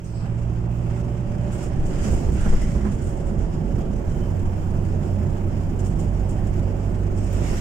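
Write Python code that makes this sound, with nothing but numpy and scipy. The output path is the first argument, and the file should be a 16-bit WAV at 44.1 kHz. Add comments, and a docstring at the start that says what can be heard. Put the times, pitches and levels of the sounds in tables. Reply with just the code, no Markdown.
"""A bus engine, heard from a window seat on a wet country road: it hums, changes up a gear and pulls again.
Road speed sets the pitch of engine and gear whine; engine load sets the hum and the clatter, all made of
sines and pulsed noise. The road rumbles and the tyres roar as filtered noise; noise and random drops make
the crackling spray, most of all in a run of puddles. An air valve hisses close to the start; over broken
asphalt the body knocks, judders and booms, fittings tick and squeak, and a thin sizzle lies on top."""
import sys
import numpy as np
from scipy import signal
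from scipy.fft import rfft, irfft, next_fast_len
from scipy.io import wavfile
from scipy.ndimage import uniform_filter1d, map_coordinates

SR = 44100
rng = np.random.default_rng(int(sys.argv[2]) if len(sys.argv) > 2 else 0)


def store_pcm(level_fs):
    """Save levels as 16-bit WAV."""
    pcm = np.round(np.clip(level_fs, -1, 1) * 32767).astype(np.int16)
    wavfile.write(sys.argv[1], SR, np.atleast_2d(pcm).T)


N = 335484  # samples

# All levels are relative: stereo balance, random wobble and other offsets may be added to them.
# A t60 is the time in which a sound falls by 60 dB.

# The cabin around the seat.
# Likeness of the left and right channels. Each row: frequency in Hz, likeness from -1 to 1.
LEFT_RIGHT_LIKENESS = [(60, .99), (100, .97), (160, .94), (270, .87), (450, .58), (740, .1), (1220, -.1),
                       (2000, 0)]
# Air resonances of the cabin. Each row: frequency in Hz, width in Hz, lift in dB.
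CABIN_MODES = [(159.6, 14, 3), (205, 20, 4.5), (369.3, 16, 2.5), (666, 19, 2.5), (780, 78, 1.5)]
TOP_HZ = 15760  # band limit of the phone

# Road speed, as the rate at which the final drive's teeth mesh. Each row: time in seconds, rate in Hz.
TOOTH_MESH_RATE = [(0, 558.8), (1.1, 581), (1.7, 585.5), (3.3, 556.2), (4.25, 570.3), (7.61, 614.2)]
# Engine load, eased off for the gear change. Each row: time in seconds, level about full pull in dB.
ENGINE_LOAD = [(0, -11), (.25, 0), (.9, 1), (1.5, -5), (1.9, -9.5), (4, -12), (4.25, -0.5), (5, -0.5),
               (6, -3), (7.35, 0.5), (7.61, -11)]
LOW_GEAR, HIGH_GEAR = 9.81, 12.46  # tooth meshes per firing
SHIFT_AT_S, SHIFT_TAKES_S = 1.75, 0.55
# Level of the firing tone itself. Each row: time in seconds, level in dB.
FIRING_TONE_LEVEL = [(0, -36.5), (.5, -26), (1.1, -30), (1.6, -28), (2.8, -29), (3.4, -28), (4.3, -25.5),
                     (4.7, -44), (5.05, -45), (5.45, -35), (5.8, -24), (7.61, -24)]
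# Orders of the firing rate; those between the whole ones come from unequal cylinders.
# Each row: multiple of the firing rate, level in low gear in dB, level in high gear in dB, dB gained per dB of load.
HUM_ORDERS = [(1.25, -33, -48, 0.5), (1.75, -42, -49, .3), (2, -23.5, -22.5, 1), (2.25, -38.5, -47, 0),
              (2.75, -37, -51, 1), (3, -32, -37.5, 0.4), (3.5, -55, -38.5, 0.4), (4, -43, -52.5, 0.5),
              (5.5, -46.5, -49, 0.1), (7, -56, -47.5, 1.2)]
CLATTER_DB, CLATTER_PER_LOAD = -47, 0.67  # level in dB, dB gained per dB of load
SLOW_ENGINE_DB = -4  # the engine clatters less once it turns slower, in high gear
# Spectrum of the clatter. Each row: frequency in Hz, left in dB, right in dB.
CLATTER_SPECTRUM = [(350, -11, -16), (595, -7, 4.5), (810, -1.5, 1), (970, -8.5, -2), (1290, -12, -5.5),
                    (2000, -22.5, -26), (2580, -14.5, -11.5), (4000, -36, -39), (9000, -50, -48)]

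# Spells in which the gears sing. Each row: start in seconds, length in seconds, level in dB.
GEAR_WHINES = [(.82, 0.59, -44), (1.4, 0.11, -40.5), (1.9, 0.14, -42.5), (2.62, 0.17, -47),
               (3.08, 0.32, -42), (3.6, 0.097, -43), (5.1, .54, -47.5)]
WHINE_FLOOR_DB = -53.5

# Coarseness of the asphalt. Each row: time in seconds, tyre noise in dB, shaking of the body in dB.
ASPHALT = [(0, -10.5, -11.5), (.25, -6.5, -7.5), (.9, -3, -7.5), (1.55, -0.5, -4.5), (1.9, 1, 0.5),
           (2.3, -1, -1), (2.65, -1.5, 1), (3.1, 0, -1), (5.2, 1, -0.7), (6.6, 0.8, -1.7), (7.2, 0, -3),
           (7.45, 1, -1.5), (7.61, -3, -1.5)]
RUMBLE_DB, ROAR_DB, SWAY_DB = -24.5, -34.5, -30.5
# Spectra of body rumble, tyre roar and deep lurching. Each row: frequency in Hz, left in dB, right in dB.
RUMBLE_SPECTRUM = [(10, -15, -17), (22, -10, -0.5), (33, -13.5, 0.5), (71, -4, -1.5), (122, -10.5, -3),
                   (150, -8.5, -4.5), (214.5, -14.5, -8.5), (243, -15.5, -9.5), (295, -24, -19.5),
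                   (465, -41, -36), (900, -74, -74)]
ROAR_SPECTRUM = [(150, -21.5, -11), (289, -10.5, -7.5), (357, -8, 0.5), (382, -8.5, -2.5), (399, -13, -6),
                 (544.6, -15, -11), (538, -9, -7.5), (707, -17.5, -12.5), (914, -22, -16.5),
                 (1105, -30, -22), (1740, -37.5, -28.5), (3060, -37, -44), (3780, -54.5, -55),
                 (8000, -65, -74)]
LURCH_SPECTRUM = [(5, -20, -20), (12, 4, -1), (22.7, 6, 6.5), (40, -18, -19), (90, -36, -43),
                  (300, -81, -76)]

SPRAY_DB, SLOSH_DB = -58, -53.5  # the film of water that covers the whole road
# Puddles, and first a brief swell as the tyre noise echoes off a roadside shelter. Each row: start in seconds,
# length in seconds, spray in dB, slosh in dB.
PUDDLE_EVENTS = [(0.17, 0.048, -62, -48), (0.826, 0.13, -58.5, -51.5), (1.198, 0.3, -65, -54.5),
                 (1.48, 0.14, -54, -47), (1.87, 0.13, -49.5, -45.5), (1.978, 0.075, -42, -43.5),
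                 (2.118, 0.62, -53, -55.5), (2.316, 0.26, -49.5, -43), (2.645, 0.28, -54.5, -52),
                 (7.203, 0.16, -52.5, -54), (7.285, 0.17, -51.5, -46), (7.407, .25, -43.5, -43)]
PUDDLE_ATTACK_S, PUDDLE_RELEASE_S = 0.078, 0.83
# Level of the finest fizz of the water. Each row: time in seconds, level in dB.
FIZZ_LEVEL = [(0, -69.5), (3.4, -63), (4.2, -63), (6.5, -64.5), (7.1, -62.5), (7.35, -57), (7.61, -51)]
# Spectra of spray, slosh and fizz. Each row: frequency in Hz, left in dB, right in dB.
SPRAY_SPECTRUM = [(900, -42, -26), (2020, -6, 2), (3120, -6.5, -2), (3820, -14, -15.5), (5270, -3, -1),
                  (6080, -9, -3.5), (7030, -2.5, 1.5), (8200, -1.5, -11.5), (9000, -9, -15.5),
                  (11500, -19, -22), (14000, -24, -26), (15800, -34, -22)]
SLOSH_SPECTRUM = [(300, -2.5, -39), (895, 1, -5.5), (1430, -5.5, 3.5), (2160, -6.5, -3), (3090, -9.5, -8),
                  (4020, -18, -22.5), (8000, -42, -49)]
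FIZZ_SPECTRUM = [(2000, -10, -2), (4000, -18, -0.5), (7000, -6, 8.5), (9500, -13, -12), (10200, -8, -5.5),
                 (13800, -12, -8), (15000, -16, -6), (15800, -19, -22)]

# Level of the topmost sizzle. Each row: time in seconds, level in dB.
SIZZLE_LEVEL = [(0, -74), (1.1, -73), (1.5, -81), (3.4, -78), (4.2, -69.5), (6.4, -70), (7.61, -71)]
# Spectrum of the sizzle. Each row: frequency in Hz, left in dB, right in dB.
SIZZLE_SPECTRUM = [(13500, -39, -39), (14700, -6, 3), (15200, -5, -3), (15800, -22, -23)]
SIZZLE_FLUTTER_HZ, SIZZLE_FLUTTER_DB = 12, 1.6
# Thin whistling lines above the spray. Each row: frequency in Hz, level in dB.
WHISTLE_LINES = [(10100, -79), (10580, -81), (10900, -82), (11650, -80)]
# The spell in which they sound. Each row: start in seconds, length in seconds, level in dB.
WHISTLING_SPELL = [(3.85, 1.8, 0)]

# Puffs of the air valve. Each row: start in seconds, length in seconds, level in dB.
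VALVE_PUFFS = [(.04, 0.099, -59.5), (.14, 0.089, -55)]
VALVE_START_HZ, VALVE_END_HZ, VALVE_SINK_S = 8930, 7650, 0.078
SPIT_DB, SPIT_T60_S = -48, 0.26  # the burst as the valve opens

# Ticks of loose fittings. Each row: start in seconds, clack in dB, bright edge in dB.
FITTING_TICKS = [(.771, -50, -55), (.972, -49, -64), (1.949, -50, -53), (2.718, -40, -51),
                 (3.853, -50, -66), (4.369, -46, -62), (4.429, -46, -53), (5.712, -54, -57),
                 (6.594, -41, -54), (7.183, -43, -56), (7.329, -42, -39)]
TICK_T60_S, EDGE_T60_S = 0.026, 0.022
# Bumps. Each row: start in seconds, thud of the floor in dB, boom of the body in dB,
# knock of the wheel arch in dB, rattle of the panels in dB.
ROAD_BUMPS = [(2.048, -31, -29, -37, -32), (2.07, -34, -34, -24.5, -46), (2.126, -23, -33, -28, -48),
              (2.225, -19.5, -32, -29, -48), (2.284, -15, -30, -30, -50), (2.315, -13.5, -25, -42, -52),
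              (2.455, -21, -18, -26, -27), (2.522, -29, -24, -25, -33), (2.6, -16, -28, -33, -44),
              (2.748, -15, -20.5, -29, -33), (2.803, -17, -34, -42, -46), (2.847, -26, -14.5, -32.5, -24.5),
              (3.309, -26, -21.5, -42, -52), (3.78, -24, -25.5, -28, -50)]
PANEL_T60_S, ARCH_T60_S = 0.16, 0.15
# Spectra of clack, bright edge, wheel arch and panels. Each row: frequency in Hz, left in dB, right in dB.
CLACK_SPECTRUM = [(500, -18, -12), (1200, -1, 4), (2600, -1, 1), (4000, -14, -11), (7000, -13, -8),
                  (11000, -22, -19), (15000, -26, -24)]
EDGE_SPECTRUM = [(3000, -25, -25), (7000, -6, -4), (12000, -9, -8), (14600, -1, 4), (15800, -10, -8)]
ARCH_SPECTRUM = [(200, -30, -24), (332, 0, 9.5), (500, -1, -2), (850, -19, -8.5), (1300, -19, -17),
                 (3000, -41, -41)]
PANEL_SPECTRUM = [(90, -12, -10), (204, 15.5, 6), (450, -14, 5), (800, -6, 0), (1180, -9, 4.5),
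                  (2000, -19, -8), (3007, -28, -33), (8000, -61, -64)]

# Splashes in the wheel arch. Each row: start in seconds, level in dB, t60 in seconds,
# share of coarse drops from 0 to 1.
ARCH_SPLASHES = [(.94, -52, .45, .3), (1.514, -39, .36, 0.07), (1.579, -39.5, .26, .8),
                 (1.625, -36, 0.2, .15), (1.849, -38.5, 0.3, 0.4), (2.028, -34.5, 0.3, .85),
                 (2.108, -36, 0.34, .4), (2.318, -38, 0.24, 0.2), (2.402, -34, 0.17, .1),
                 (2.484, -38.5, .3, 0.7), (2.604, -36.5, .3, .7), (2.91, -40, 0.27, .3),
                 (3.011, -41, .43, .3), (3.06, -43.5, 0.46, 0.3), (3.165, -50, .46, .3),
                 (3.255, -45, .29, 0.1), (4.095, -46, .41, .5), (5.04, -48.5, 0.26, .2),
                 (5.788, -33, 0.095, .4), (5.839, -36, .25, 0.34), (5.987, -38, 0.26, .35),
                 (6.281, -41, 0.31, 0.4), (6.466, -40, .14, .3), (7.158, -41.5, .33, 0.5),
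                 (7.22, -44, 0.45, .3), (7.322, -40, .4, .2)]
SPLASH_RISE_S = 0.011
# Spectra of fine and coarse drops. Each row: frequency in Hz, left in dB, right in dB.
FINE_SPECTRUM = [(1500, -34, -30), (2950, -4, -14), (3900, -20, -28), (6140, -16, -13), (7100, -4, 0),
                 (7800, 1.5, -8), (9100, -5.5, -12), (11000, -21, -24), (15800, -25, -19)]
COARSE_SPECTRUM = [(1500, -30, -23), (2950, -3, 0), (3900, -19, -19), (5230, -3, 0), (6140, -6, 0),
                   (7100, -1, 3), (7900, -2, -10), (9150, -9, -14), (11000, -19, -22), (15800, -24, -19)]

# Heaves of the body on its springs. Each row: start in seconds, length in seconds, level in dB.
BODY_HEAVES = [(1.38, 0.088, -27.5), (1.75, 0.43, -24), (2.33, 0.21, -22)]
# Stretches of broken asphalt. Each row: start in seconds, length in seconds, level in dB.
BROKEN_STRETCHES = [(2.08, 0.35, -28), (2.55, 0.21, -32), (2.95, 0.51, -32), (3.72, 0.13, -29),
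                    (7.28, .16, -31)]
# Spectrum of the judder. Each row: frequency in Hz, left in dB, right in dB.
JUDDER_SPECTRUM = [(25, -22, -13), (55, -4, 2.5), (84.5, -1, 4.5), (127, -6, 1), (197, -19, -12.5),
                   (280, -13, -8.5), (386, -23, -11.5), (497, -21, -13.5), (900, -68, -65)]

# Deep water under the wheel. Each row: start in seconds, length in seconds, level in dB.
DEEP_WATER = [(1.95, 0.34, -38.5), (7.33, 0.27, -38)]

# What a bump rings in the body. Each row: frequency in Hz, level in dB, t60 in seconds.
BODY_RESONANCES = [(206.3, -3, 0.36), (378, -26, 0.33)]
FLOOR_T60_S, FLOOR_HZ = 0.27, 59.1

# Rubs of squeaking fittings. Each row: start in seconds, length in seconds, pitch in Hz, level in dB,
# roughness as a share of the pitch.
FITTING_RUBS = [(2.612, .018, 2020, -44, .045), (2.802, .015, 2010, -51, .04),
                (3.79, .045, 3320, -62, .035), (4.1, .075, 3085, -61.5, .011),
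                (4.208, .048, 3062, -57, .009), (7.455, .025, 11900, -62, .014),
                (7.555, .04, 12050, -61, .011)]


def amp(db):
    """Decibels to gain."""
    return 10 ** (np.asarray(db) / 20)


def unit(x):
    """x at rms 1."""
    return x / np.sqrt(np.mean(x ** 2) + 1e-20)


def along(points, hz):
    """Each column of (Hz, value, ..) points on a log axis."""
    f, *cols = np.transpose(points)
    return np.array([np.interp(np.log(hz + 1), np.log(f + 1), c) for c in cols])


def curves(rows):
    """One value per sample for each column after the time."""
    s, *cols = np.transpose(rows)
    return [np.interp(np.arange(N) / SR, s, c) for c in cols]


def wobble(rate):
    """A smooth random curve, rate knots a second."""
    knots = rng.standard_normal(int(N * rate / SR) + 4)
    return map_coordinates(knots, [np.arange(N) * rate / SR])


def filtered(x, response):
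    """x times a response of frequency."""
    m = next_fast_len(N + SR // 2)
    return irfft(rfft(x, m) * response(np.fft.rfftfreq(m, 1 / SR)), m)[..., :N]


def phase_of(hz):
    """Running phase of a moving frequency."""
    return 2 * np.pi * np.cumsum(hz) / SR


def narrow_noise(width_hz):
    """Stereo noise of rms 1 close to 0 Hz, which a sine carries up to its own pitch as a band."""
    return unit(filtered(rng.standard_normal((2, N)), lambda f: 1 / (1 + (f / width_hz) ** 2)))


def cabin(pair, spectrum):
    """Two unrelated signals as a diffuse field of rms 1: alike in the bass, apart in the treble, with resonances."""
    def mid_side(hz):
        turn = np.arccos(np.clip(along(LEFT_RIGHT_LIKENESS, hz)[0], -1, 1)) / 2
        return np.array([np.cos(turn), np.sin(turn)])

    def colour(hz):
        lift = sum(db / (1 + (2 * (hz - centre) / width) ** 2) for centre, width, db in CABIN_MODES)
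        return amp(along(spectrum, hz) + lift)

    mid, side = filtered(pair, mid_side)
    return unit(filtered(np.array([mid + side, mid - side]), colour))


def rush(spectrum, patchy_db):
    """Cabin noise with drifting patches of random gain."""
    z = signal.stft(rng.standard_normal((2, N)), nperseg=512)[2]
    field = uniform_filter1d(rng.standard_normal(z.shape[1:]), size=5, axis=0)  # across frequency
    field = uniform_filter1d(field, size=14, axis=1)  # across time
    patchy = signal.istft(z * amp(patchy_db * unit(field)), nperseg=512)[1][:, :N]
    return cabin(patchy, spectrum)


def droplets(rate, scatter_db):
    """Single drops strike at random moments, rate a second, with unequal force."""
    struck = rng.random((2, N)) < rate / SR
    force = amp(scatter_db * rng.standard_normal((2, N)))
    return unit(struck * rng.standard_normal((2, N)) * force)


def bursts(events, rise):
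    """Envelope of (s, dB, t60) events that swell and die away."""
    power = np.zeros(N)
    for s, db, t60 in events:
        t = np.maximum(np.arange(N) / SR - s, 0)
        power += (amp(db - 60 * t / t60) * (1 - np.exp(-t / rise))) ** 2
    return np.sqrt(power)


def swells(events, attack, release):
    """Envelope of (s, length, dB) events: each rises, holds, then falls 60 dB in the release time."""
    t = np.arange(N) / SR
    power = np.zeros(N)
    for s, length, db in events:
        fall_db = 60 * np.maximum(t - s - length, 0) / release
        power += (np.clip((t - s) / attack, 0, 1) * amp(db - fall_db)) ** 2
    return np.sqrt(power)


def shifted():
    """0 in low gear, 1 in high gear, sliding between them during the change."""
    return np.clip((np.arange(N) / SR - SHIFT_AT_S) / SHIFT_TAKES_S, 0, 1)


def firing_rate():
    """The engine turns with the road speed, through the gear that is engaged."""
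    mesh_hz, = curves(TOOTH_MESH_RATE)
    return mesh_hz / (LOW_GEAR + (HIGH_GEAR - LOW_GEAR) * shifted())


def engine():
    """The firing pulses reach the seat as a firing tone and a few orders, most of which grow with the load."""
    load_db, = curves(ENGINE_LOAD)
    gear = shifted()
    phase = phase_of(firing_rate() * (1 + 0.0023 * wobble(8.7)))
    orders = [(1, curves(FIRING_TONE_LEVEL)[0])]
    for multiple, low_db, high_db, grows in HUM_ORDERS:
        orders.append((multiple, low_db + (high_db - low_db) * gear + grows * load_db))
    cylinders = 4
    hum = np.zeros(N)
    for multiple, db in orders:
        locked = np.round(multiple * cylinders) / cylinders  # everything repeats once per engine cycle
        hum += amp(db + 0.18 * wobble(9)) * np.sin(locked * phase + rng.uniform(0, 2 * np.pi))
    return hum * amp([[-3.9], [2.3]])


def clatter():
    """Combustion noise from the engine bay, pulsing once per firing and growing with the load."""
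    load_db, = curves(ENGINE_LOAD)
    pulse = np.exp(0.6 * np.cos(phase_of(firing_rate())))
    level_db = CLATTER_DB + CLATTER_PER_LOAD * load_db + SLOW_ENGINE_DB * shifted()
    return amp(level_db) * unit(pulse * rush(CLATTER_SPECTRUM, patchy_db=0.5))


def gears():
    """A thin, unsteady tone of meshing teeth, blurred by their play."""
    mesh_hz, = curves(TOOTH_MESH_RATE)
    phase = phase_of(mesh_hz * (1 + 0.008 * wobble(60)))
    level = np.hypot(amp(WHINE_FLOOR_DB), swells(GEAR_WHINES, attack=0.05, release=0.52))
    return level * amp(2.7 * wobble(26)) * np.sin(phase) * amp([[1.5], [-2.2]])


def road():
    """The tyres shake the body, which rumbles and sways, and roar on the asphalt."""
    road_db, shake_db = curves(ASPHALT)
    rumble = amp(RUMBLE_DB + shake_db + 1.04 * wobble(7.6)) * rush(RUMBLE_SPECTRUM, patchy_db=-0.32)
    roar = amp(ROAR_DB + road_db + 0.41 * wobble(13)) * rush(ROAR_SPECTRUM, patchy_db=1.13)
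    sway = amp(SWAY_DB + shake_db) * rush(LURCH_SPECTRUM, patchy_db=-0.5)
    return rumble + roar + sway


def water():
    """Mist and drops fly off the tread in uneven spurts; puddles add more, and water sloshes lower down."""
    road_db, _ = curves(ASPHALT)
    puddle_spray = [(s, length, db) for s, length, db, _ in PUDDLE_EVENTS]
    puddle_slosh = [(s, length, db) for s, length, _, db in PUDDLE_EVENTS]
    in_puddles = lambda rows: swells(rows, PUDDLE_ATTACK_S, PUDDLE_RELEASE_S)
    flow = np.hypot(amp(SPRAY_DB + 0.57 * road_db), in_puddles(puddle_spray))
    depth = np.hypot(amp(SLOSH_DB + 0.35 * road_db), in_puddles(puddle_slosh))

    # a heavy flow is steadier than a thin one
    unevenness = np.interp(20 * np.log10(flow), [-57, -45], [1, 0.4])
    spurts_db = unevenness * (0.63 * wobble(22) + 1.66 * wobble(80))
    mist = rush(SPRAY_SPECTRUM, patchy_db=1.5)
    drops = cabin(droplets(rate=2100, scatter_db=1.5), SPRAY_SPECTRUM)
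    spray = flow * amp(spurts_db) * (mist + amp(-7.5) * drops)
    slosh = depth * amp(0.92 * spurts_db) * rush(SLOSH_SPECTRUM, patchy_db=1.5)

    fizz_db, = curves(FIZZ_LEVEL)
    fine_drops = cabin(droplets(rate=62, scatter_db=0.0), FIZZ_SPECTRUM)
    fizz_noise = rush(FIZZ_SPECTRUM, patchy_db=4) + amp(-18) * fine_drops
    return spray + slosh + amp(fizz_db + 0.93 * spurts_db) * fizz_noise


def sizzle():
    """Dense random crackle flutters at the very top; for a spell narrow noise bands whistle faintly with it."""
    level_db, = curves(SIZZLE_LEVEL)
    flutter_hz = SIZZLE_FLUTTER_HZ * (1 + 0.15 * wobble(5))
    flutter_db = SIZZLE_FLUTTER_DB * np.sin(phase_of(flutter_hz))
    crackle = amp(1.3 * wobble(16)) * cabin(droplets(rate=3000, scatter_db=2), SIZZLE_SPECTRUM)
    t = np.arange(N) / SR
    lines = sum(amp(db) * narrow_noise(60) * np.sin(2 * np.pi * hz * t) for hz, db in WHISTLE_LINES)
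    whistles = swells(WHISTLING_SPELL, attack=0.24, release=4) * lines
    return amp(level_db + flutter_db) * crackle + amp(3) * whistles


def valve():
    """The valve opens with a broad spit; then escaping air hisses in two bands that sink as the pressure falls."""
    opens_s = VALVE_PUFFS[0][0]
    pressure = np.exp(-np.maximum(np.arange(N) / SR - opens_s, 0) / VALVE_SINK_S)
    centre_hz = VALVE_END_HZ + (VALVE_START_HZ - VALVE_END_HZ) * pressure
    band = lambda hz, width_hz: narrow_noise(width_hz) * np.sin(phase_of(hz))
    spit = bursts([(opens_s, SPIT_DB, SPIT_T60_S)], rise=0.004) * band(0.8 * centre_hz, width_hz=1500)
    air = band(centre_hz, width_hz=320) + band(0.63 * centre_hz, width_hz=850)
    return spit + swells(VALVE_PUFFS, attack=0.012, release=0.22) * air


def knocks():
    """Short noise bursts: fittings tick dully or brightly, bumps knock the hollow wheel arch and jolt the panels."""
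    clack_hits = [(s, db, TICK_T60_S) for s, db, _ in FITTING_TICKS]
    edge_hits = [(s, db, EDGE_T60_S) for s, _, db in FITTING_TICKS]
    arch_hits = [(s, db, ARCH_T60_S) for s, _, _, db, _ in ROAD_BUMPS]
    panel_hits = [(s, db, PANEL_T60_S) for s, _, _, _, db in ROAD_BUMPS]
    clacks = bursts(clack_hits, rise=0.0005) * rush(CLACK_SPECTRUM, patchy_db=1.0)
    edges = bursts(edge_hits, rise=0.0005) * rush(EDGE_SPECTRUM, patchy_db=0.5)
    arch = bursts(arch_hits, rise=0.005) * rush(ARCH_SPECTRUM, patchy_db=1)
    panels = bursts(panel_hits, rise=0.005) * rush(PANEL_SPECTRUM, patchy_db=1)
    return arch + panels + clacks + edges


def splashes():
    """Standing water throws showers at the wheel arch: fine drops sound high, coarse ones lower."""
    def shower(spectrum):
        drops = cabin(droplets(rate=900, scatter_db=1.5), spectrum)
        return rush(spectrum, patchy_db=1.5) + amp(-2) * drops

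    share_db = lambda share: 10 * np.log10(np.clip(share, 0.01, 1))
    fine_hits = [(s, db + share_db(1 - coarse), t60) for s, db, t60, coarse in ARCH_SPLASHES]
    coarse_hits = [(s, db + share_db(coarse), t60) for s, db, t60, coarse in ARCH_SPLASHES]
    fine = bursts(fine_hits, SPLASH_RISE_S) * shower(FINE_SPECTRUM)
    coarse = bursts(coarse_hits, SPLASH_RISE_S) * shower(COARSE_SPECTRUM)
    return amp(-6.5 + 1.6 * wobble(90)) * (fine + coarse)


def judder():
    """Broken asphalt shakes the floor through the suspension, and the body heaves on its springs."""
    shake = swells(BROKEN_STRETCHES, attack=0.038, release=0.38) * amp(2.3 * wobble(16))
    heave = swells(BODY_HEAVES, attack=0.078, release=0.9) * rush(LURCH_SPECTRUM, patchy_db=-1)
    return shake * rush(JUDDER_SPECTRUM, patchy_db=1.5) + heave


def drumming():
    """Deep water drums on the wheel arch, a hollow wash of noise under the spray."""
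    level = swells(DEEP_WATER, attack=0.063, release=0.98) * amp(3.9 * wobble(25))
    return level * rush(ARCH_SPECTRUM, patchy_db=1.0)


def booms():
    """Each bump rings the floor and the damped resonances of the body, whose periods vary every few cycles."""
    ring = lambda hz: np.sin(phase_of(hz * (1 + 0.0434 * wobble(hz / 2))))
    thuds = [(s, db, FLOOR_T60_S) for s, db, _, _, _ in ROAD_BUMPS]
    total = bursts(thuds, rise=0.0045) * ring(FLOOR_HZ)
    for hz, mode_db, t60 in BODY_RESONANCES:
        hits = [(s, db + mode_db, t60) for s, _, db, _, _ in ROAD_BUMPS]
        total += bursts(hits, rise=0.0065) * ring(hz)
    return total * amp([[-2], [2.5]])


def squeak():
    """Fittings rub and sing for a moment, each at its own pitch, some hoarsely."""
    tones = np.zeros(N)
    for s, length, hz, db, rough in FITTING_RUBS:
        tone = np.sin(phase_of(hz * (1 + rough * wobble(500))))
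        tones += swells([(s, length, db)], attack=0.011, release=0.14) * tone
    grip_db = 1.8 * wobble(70)
    return amp(grip_db) * tones * amp([[2], [-2]])


def scene():
    """Everything heard from a window seat."""
    drive = engine() + clatter() + gears() + valve()
    body = road() + judder() + knocks() + booms() + squeak()
    wet = water() + drumming() + splashes()
    return drive + body + wet + sizzle()


def record(dry):
    """The phone keeps nothing above its band limit."""
    return filtered(dry, lambda hz: hz < TOP_HZ)


dry = scene()
out = record(dry)
store_pcm(out)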